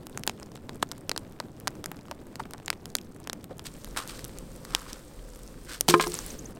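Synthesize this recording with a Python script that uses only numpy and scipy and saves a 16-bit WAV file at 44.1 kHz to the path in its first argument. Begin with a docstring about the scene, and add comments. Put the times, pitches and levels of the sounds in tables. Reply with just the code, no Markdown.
"""A campfire at night, the microphone close by, the sound all but mono.
From the start flames murmur as filtered noise, pockets of sap and steam pop as resonating pressure bursts,
and wood shifts, scrapes and crunches as showers of random clicks. A second layer of fire, low fluttering
noise and sizzling clicks, cuts in at 3.65 s and out at 6.53 s. Within it a log drops, knocking and bouncing
as decaying modes, crushes the embers and sends up a hiss of sparks; wet wood squeaks in short rising tones."""
import sys
import numpy as np
from scipy import signal
from scipy.fft import rfft, irfft
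from scipy.io import wavfile

SR = 44100
rng = np.random.default_rng(int(sys.argv[2]) if len(sys.argv) > 2 else 0)


def wrap_up_sound(samples):
    """Save the sound to the file named by the first command line argument, as 16-bit audio."""
    columns = np.atleast_2d(samples).T
    # keep every value between -1 and 1, then stretch to whole-number steps
    tamed = np.clip(columns, -1, 1)
    steps = np.round(tamed * 32767).astype(np.int16)
    wavfile.write(sys.argv[1], SR, steps)


N = 290611  # samples
TIME, HZ = np.arange(N) / SR, np.fft.rfftfreq(N, 1 / SR)


def amp(db):
    """Decibels to gain."""
    return 10 ** (np.asarray(db) / 20)


def evened(x):
    """Scales to an rms of 1."""
    return x / np.sqrt(np.mean(x ** 2) + 1e-20)


def unit(x):
    """Scales to an energy of 1."""
    return x / np.sqrt(np.sum(x ** 2) + 1e-20)


def add(mix, start_s, sound):
    """Lays a sound into the mix from a start time, cut off at the end of the mix."""
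    part = mix[round(start_s * SR):][:len(sound)]
    part += sound[:len(part)]


def level(rows):
    """Gain at every sample from (time [s], level [dB]) rows."""
    return amp(np.interp(TIME, *np.transpose(rows)))


def coloured(x, points):
    """Filters x by a curve of (frequency [Hz], level [dB]) points, joined along log frequency."""
    hz, db = np.transpose(points)
    curve_db = np.interp(np.log(HZ + 1), np.log(hz + 1), db)
    return irfft(rfft(x) * amp(curve_db), N)


def resonate(x, hz, q):
    """One damped resonance, as a two-pole band-pass."""
    w = 2 * np.pi * hz / SR
    damping = np.sin(w) / (2 * q)
    return signal.lfilter([damping, 0, -damping], [1 + damping, -2 * np.cos(w), 1 - damping], x)


def drift(rate_hz):
    """Slow random motion of rms 1, with nothing faster than rate_hz."""
    return evened(irfft(rfft(rng.standard_normal(N)) * (HZ < rate_hz), N))


def grains(per_s, spread_db):
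    """Random clicks of either sign, most small and a few large."""
    size = amp(spread_db * np.minimum(rng.exponential(1, N), 4.5))
    sign = rng.choice([-1., 1.], N)
    return size * sign * (rng.random(N) < per_s / SR)


def swell(start_s, rise_s, t60_s, hold_s=0):
    """Rises in a straight line from the start time, holds, then decays by 60 dB in each t60."""
    age = np.maximum(TIME - start_s, 0)
    rise = np.minimum(age / rise_s, 1)
    return rise * amp(-60 * np.maximum(age - rise_s - hold_s, 0) / t60_s)


def burst(t, scatter_db, t60_s):
    """A sudden release of pressure, its reflection off the nearest wood and its scatter among the sticks."""
    envelope = amp(-60 * t / t60_s) * (1 - np.exp(-t / 0.00021))
    kick = amp(scatter_db) * unit(rng.standard_normal(len(t)) * envelope)
    kick[0] -= 1  # the release itself
    reflection_s = rng.uniform(.00015, .0005)
    kick[round(reflection_s * SR)] += .4
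    return kick


def ticks(low_hz, high_hz, count):
    """Tiny cracks in bunches; each fibre splinters and rings briefly at its own pitch, most of them faintly."""
    t, fibres = np.arange(256) / SR, np.zeros(N)
    for when, pitch, size in rng.random((count, 3)):
        size_db = min(-3.8 * np.log(1 - size), 17)
        hz = low_hz * (high_hz / low_hz) ** pitch
        crack = resonate(burst(t, scatter_db=0, t60_s=.005), hz, q=2.6)
        add(fibres, when * N / SR, amp(size_db) * unit(crack))
    bunching = amp(2.5 * drift(rate_hz=12))
    return evened(fibres * bunching)


# faint pops: middle energies [dB], snap pitch [Hz] and Q, and how far they stray to either side
FAINT_SNAP_DB, FAINT_KNOCK_DB, FAINT_HZ, FAINT_Q = -30.5, -34, 5860, 1.6
FAINT_RANGE_DB, FAINT_RANGE_OCTAVES = 3.5, 0.68


def faint_pops(count):
    """Small pockets burst at random moments, each with its own strength and pitch."""
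    rows = []
    for when, snap, pitch, knock in rng.uniform(-1, 1, (count, 4)):
        time_s = (when + 1) / 2 * N / SR
        hz = FAINT_HZ * 2 ** (FAINT_RANGE_OCTAVES * pitch)
        snap_db = FAINT_SNAP_DB + FAINT_RANGE_DB * snap
        knock_db = FAINT_KNOCK_DB + FAINT_RANGE_DB * knock
        rows.append((time_s, snap_db, hz, FAINT_Q, knock_db))
    return rows


# loud pops in the wood, each a snap over a hollow knock:
# (time [s], snap energy [dB], snap pitch [Hz], snap Q, knock energy [dB])
LOUD_POPS = [(0.0689, -17, 4940, 0.4, -23), (0.1752, -10, 7200, 3.3, -11.5), (0.195, -24, 9000, 1.5, -30.5),
             (0.236, -11.5, 3300, .9, -34), (0.2669, -15, 12700, 1.1, -24), (0.2763, 2, 4050, 0.86, -2.5),
             (0.296, -8, 2600, 0.81, -11), (0.399, -26, 7550, 4, -27), (0.4298, -20, 4960, 4, -26),
             (0.5574, -24, 3130, 1.1, -25), (0.6935, -18.5, 3370, 4.2, -15), (0.826, -8, 3700, 1.8, -41),
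             (0.8282, -5, 7160, 3.2, 2), (0.9156, -10.5, 4500, 2.6, -18.5), (0.9199, -16.5, 6300, .9, -20),
             (1.0945, -2.5, 4200, 1.1, -9.5), (1.1155, -4, 4100, 3.1, -6.5), (1.1631, -14, 4200, 4, -12.5),
             (1.1772, -5, 4960, 1.4, -14), (1.4012, -11, 3740, 2.1, -10.5), (1.6008, -22, 12600, 0.5, -51),
             (1.6735, -5.5, 2600, 0.52, -6.5), (1.6785, -4.5, 4830, 2, -7),
             (1.842, -13.5, 4500, 0.93, -16.5), (1.8593, -8.5, 6800, 1.1, -13.5),
             (1.9165, -17, 12700, 0.39, -15), (2.1127, -17, 4400, 1.2, -13.5),
             (2.3567, -17, 4160, 1.3, -19.5), (2.5095, -21, 7750, 0.35, -25),
             (2.5356, -15.5, 5500, .9, -17), (2.6604, -15, 7300, 4.3, -41), (2.6812, -7, 2160, 1.9, -14),
             (2.703, 2, 2120, .52, -16), (2.7294, -21, 1900, 5, -16), (2.8567, -15, 4100, .8, -22.5),
             (2.9528, 3.5, 4970, 0.57, -8), (2.9679, -16, 7400, 2.4, -38), (2.9857, -14, 3280, 1.9, -39),
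             (3.274, -15, 4100, .6, -14.5), (3.298, -9, 4000, 2.9, -10.5),
             (3.3314, -9.5, 5470, 0.89, -14.5), (3.4427, -20, 5830, 0.23, -32),
             (3.5946, -17.5, 3400, 0.95, -22), (3.8458, -15.5, 3800, 0.27, -43),
             (3.964, -44, 1500, 1.4, -14), (4.0765, -16, 7450, .65, -43), (4.193, -18, 1500, 0.24, -32),
             (4.2439, -14.5, 5900, 1.1, -44), (4.2499, -16, 9800, 1, -48), (4.3864, -17, 7300, 1.1, -50),
             (4.6511, -19.5, 4700, 1.6, -21), (4.7495, 7, 3350, 0.97, -8), (4.931, -12.5, 5530, 1.6, -50.5),
             (5.8094, 7.5, 8500, 0.56, -9.5), (5.8826, -2, 4400, 0.26, -21),
             (5.9082, -0.5, 5550, 1.3, -6.5), (6.0709, -10, 5350, 2.9, -27), (6.12, -12, 4900, 2.1, -33),
             (6.142, -5.5, 7950, 7, -19), (6.1897, -8, 5900, 2.6, -16)]


def pops():
    """Each burst snaps the split in the wood and knocks the hollow under it; the pile adds a dull thump."""
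    out, t = np.zeros(N), np.arange(4096) / SR
    for time_s, snap_db, hz, q, knock_db in LOUD_POPS + faint_pops(count=40):
        snap = unit(resonate(burst(t, scatter_db=-11, t60_s=0.0083), hz, q))
        # a softened push reaches the hollow
        push = resonate(burst(t, scatter_db=-8.5, t60_s=0.0071), hz=1050, q=0.2)
        knock = unit(resonate(push, hz=776, q=0.6))
        thump = unit(resonate(burst(t, scatter_db=4.5, t60_s=0.015), hz=343, q=0.89))
        add(out, time_s, amp(snap_db) * snap + amp(knock_db) * (knock + amp(-3.0) * thump))
    return out


# modes of the log: (frequency [Hz], level before the tilt of each blow [dB], t60 [s])
LOG_MODES = [(164.3, -34.5, 0.46), (351.1, -5.5, 0.24), (428, -11, 0.32), (502, -3, 0.035),
             (696, -20, 0.13), (997, -14, 0.089), (1050, -1.5, 0.083), (1232, -8.5, 0.085),
             (1273, -30, 0.074), (1634, -10, 0.076), (2040, -36, 0.069), (2076, -13, 0.037),
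             (2204, -21, 0.042), (2350, -12, 0.014), (2880, -27, 0.035)]
# the log lands and bounces:
# (time [s], ring level [dB], ring tilt [dB per octave], clack energy [dB], clack pitch [Hz])
LOG_BLOWS = [(5.8853, -10, -18.5, 9, 340), (5.94, -7.5, -2.5, 11, 1200), (5.9979, -32.5, 8.5, -1, 1040),
             (6.002, -25, -0.5, -11, 2400), (6.009, -51, -1, -4, 1160), (6.039, -45.5, 10.5, -23, 2200),
             (6.067, -22, -15.5, -7, 780)]


def log_drop():
    """Each blow clacks and rings the same modes, which waver as the log rocks; each tilts them its own way."""
    out, t = np.zeros(N), np.arange(SR // 2) / SR
    tilt_pivot_hz = LOG_MODES[1][0]
    for time_s, ring_db, tilt_db, clack_db, clack_hz in LOG_BLOWS:
        rocking = t + 0.011 * np.cumsum(drift(rate_hz=47)[:len(t)]) / SR  # time runs slightly unevenly
        ring = np.zeros(len(t))
        for hz, db, t60_s in LOG_MODES:
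            mode_db = db + tilt_db * np.log2(hz / tilt_pivot_hz)
            ring += amp(mode_db - 60 * t / t60_s) * np.sin(2 * np.pi * hz * rocking)
        clack = resonate(burst(t, scatter_db=15, t60_s=0.027), clack_hz, q=0.96)
        clack = unit(resonate(clack, clack_hz, q=0.96))
        add(out, time_s, -amp(ring_db) * ring + amp(clack_db) * clack)
    return signal.sosfilt(signal.butter(3, 140, "high", fs=SR, output="sos"), out)


# colour of breaking charcoal: (frequency [Hz], relative level [dB])
CHARCOAL_COLOUR = [(100, -10), (1000, 0), (5000, 0), (6800, -2.5), (8500, 4), (10800, -4), (13500, 1),
                   (16000, -4)]
CRUNCH_HZ = 4000  # middle pitch of breaking charcoal
# wood shifts, scraping bark and crushing charcoal, for embers() and sticks():
# (time [s], rise [s], t60 [s], scrape level [dB], scrape pitch [Hz], crunch level [dB])
WOOD_SHIFTS = [(0.28, .004, 0.26, -57, 900, -51.5), (0.422, .003, .066, -41, 490, -54),
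               (1.402, 0.0015, 0.023, -28, 875, -52), (2.115, 0.0026, 0.015, -31.5, 816, -58),
               (2.394, 0.0052, 0.053, -33, 890, -44), (2.538, .002, 0.034, -33, 910, -63),
               (3.49, 0.026, .067, -40.5, 520, -61), (3.645, 0.023, 0.085, -50, 1500, -39.5),
               (3.965, 0.0053, 0.2, -29.5, 1210, -31), (4.077, 0.018, 0.54, -49, 1210, -42.5),
               (4.644, 0.12, 0.62, -46.5, 1190, -48.5), (4.85, 0.047, 0.29, -49, 1220, -47),
               (5.658, 0.078, 0.16, -42.5, 1470, -40), (5.883, 0.0026, 0.15, -24.5, 1210, -17.5),
               (6.007, .004, 0.14, -45, 1700, -27.5), (6.124, 0.012, 0.43, -49, 1060, -43)]


def embers():
    """Charcoal gives way in uneven showers of tiny fractures."""
    unevenness = amp(3.3 * drift(rate_hz=130))
    grit = coloured(grains(per_s=3800, spread_db=3.4), CHARCOAL_COLOUR) * unevenness
    pressure = np.zeros(N)
    for time_s, rise_s, t60_s, _, _, crunch_db in WOOD_SHIFTS:
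        pressure += amp(crunch_db) * swell(time_s, rise_s, t60_s)
    return pressure * evened(resonate(grit, CRUNCH_HZ, q=0.77))


def sticks():
    """Rough bark catches and slips, and each slip sounds the hollow body of a stick."""
    slips = grains(per_s=1100, spread_db=3) * amp(2 * drift(rate_hz=70))
    out = np.zeros(N)
    for time_s, rise_s, t60_s, scrape_db, hz, _ in WOOD_SHIFTS:
        body = evened(resonate(resonate(slips, hz, q=1.36), hz, q=1.36))
        out += amp(scrape_db) * swell(time_s, rise_s, t60_s) * body
    return out


# steam squeaks out of wet wood: (time [s], level [dB], middle pitch [Hz])
STEAM_SQUEAKS = [(6.209, -42, 6640), (6.3, -35.5, 6270), (6.387, -37, 6500), (6.453, -37, 6470)]


def squeaks():
    """Short whistles that rise as the steam forces its way out."""
    out, u = np.zeros(N), np.linspace(0, 1, round(0.0125 * SR))
    for time_s, db, hz in STEAM_SQUEAKS:
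        pitch = hz * (1 + 0.4 * (u - .5) - 0.23 * (u - .5) ** 2)
        whistle = np.sin(2 * np.pi * np.cumsum(pitch) / SR)
        add(out, time_s, amp(db) * np.sin(np.pi * u) ** 2 * whistle)
    return out


# colour of the low flutter: (frequency [Hz], relative level [dB])
FLUTTER_COLOUR = [(12, -18), (28, -4), (43, 2), (62, -15), (150, -17), (300, -30), (420, -22), (520, -14),
                  (720, -38), (1200, -30), (3000, -60)]
# colour of the sizzle: (frequency [Hz], relative level [dB])
SIZZLE_COLOUR = [(300, -6), (1300, 1), (2500, -.5), (5200, .5), (6800, -2), (8600, 3), (10800, -8.5),
                 (13500, -5), (16000, -9)]
LAYER_FROM_S, LAYER_TO_S = 3.648, 6.528  # the second layer of fire cuts in and out
# low flutter: level, time constant of its onset, strength and top rate of its random gusts
FLUTTER_DB, FLUTTER_RISE_S, GUST_DB, GUST_HZ = -47, 0.07, 1.4, 5
# the sizzle sinks slowly from its first level
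SIZZLE_START_DB, SIZZLE_SAG_DB_PER_S = -58, 0.5
# the landing log sends up sparks: level, then rise, hold and decay
SPARKS_DB, SPARKS_RISE_S, SPARKS_HOLD_S, SPARKS_T60_S = -48, 0.053, 0.38, 0.28


def second_fire_layer():
    """Low noise flutters in gusts; clicks sizzle and spit, hardest once the log has landed."""
    # switched within about 6 ms at either end
    switch = np.clip(np.minimum(TIME - LAYER_FROM_S, LAYER_TO_S - TIME) / 0.0063, 0, 1)
    age = np.maximum(TIME - LAYER_FROM_S, 0)
    gusts = amp(FLUTTER_DB + GUST_DB * drift(GUST_HZ)) * (1 - np.exp(-age / FLUTTER_RISE_S))
    flutter = evened(coloured(rng.standard_normal(N), FLUTTER_COLOUR))
    landing_s = LOG_BLOWS[0][0]
    sparks = amp(SPARKS_DB) * swell(landing_s, SPARKS_RISE_S, SPARKS_T60_S, SPARKS_HOLD_S)
    strength = amp(SIZZLE_START_DB - SIZZLE_SAG_DB_PER_S * age) + sparks
    sizzle = evened(coloured(grains(per_s=9000, spread_db=2.5), SIZZLE_COLOUR))
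    sizzle = sizzle * amp(.8 * drift(rate_hz=40))
    spit = ticks(low_hz=5500, high_hz=13000, count=700)
    return switch * (gusts * flutter + strength * (sizzle + amp(-3.5) * spit))


# colour of the murmuring gas: (frequency [Hz], relative level [dB])
MURMUR_COLOUR = [(15, 2), (35, -5), (70, -2), (110, 1), (170, 1), (300, -.5), (500, -8), (800, -16),
                 (2000, -29), (3500, -34), (6800, -38.5), (8400, -34.5), (10500, -42.5), (13000, -38.5),
                 (16000, -41)]
# strength of the murmur and its ticks: (time [s], level [dB])
MURMUR_LEVEL = [(0, -46), (4.4, -47.5), (5.1, -51.5), (5.8, -50.5), (6.59, -44.5)]


def flames():
    """The fluttering murmur of burning gas, with faint ticks from twigs and duller ones deep in the pile."""
    flutter = amp(1.6 * drift(rate_hz=25) + .6 * drift(rate_hz=3))
    gas = evened(coloured(rng.standard_normal(N), MURMUR_COLOUR)) * flutter
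    twigs = ticks(low_hz=3000, high_hz=14000, count=600)
    deep = ticks(low_hz=400, high_hz=2000, count=800)
    return level(MURMUR_LEVEL) * (amp(0.88) * gas + amp(-20.0) * twigs + amp(-14.5) * deep)


def clearing(x, wet_db, t60_s):
    """A faint, short echo from the ground and the trees, as decaying noise that starts after 4 ms."""
    t = np.arange(SR // 2) / SR
    tail = resonate(rng.standard_normal(len(t)), hz=2500, q=.25) * amp(-60 * t / t60_s) * (t > .004)
    return amp(wet_db) * signal.fftconvolve(x, unit(tail))[:N]


def scene():
    """Everything sits in the middle, with a trace of width in the treble."""
    cracks = pops() + log_drop() + embers() + sticks()
    echo = clearing(cracks, wet_db=-32.5, t60_s=0.048)
    fire = cracks + echo + squeaks() + second_fire_layer() + flames()
    side = amp(-28) * resonate(np.roll(fire, 9), hz=14000, q=.8)  # 9 samples late
    return np.array([fire + side, fire - side])


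EDGE_HZ = 16300  # upper band limit of the recorder


def record(dry):
    """The sharpest pops are rounded off by overload; then the band limit of the recorder."""
    rounded = 1.1 * np.tanh(dry / 1.1)
    low_pass = signal.firwin(255, EDGE_HZ, window=("kaiser", 9), fs=SR)
    return signal.oaconvolve(rounded, low_pass[None], "same")


dry = scene()
out = record(dry)
wrap_up_sound(out)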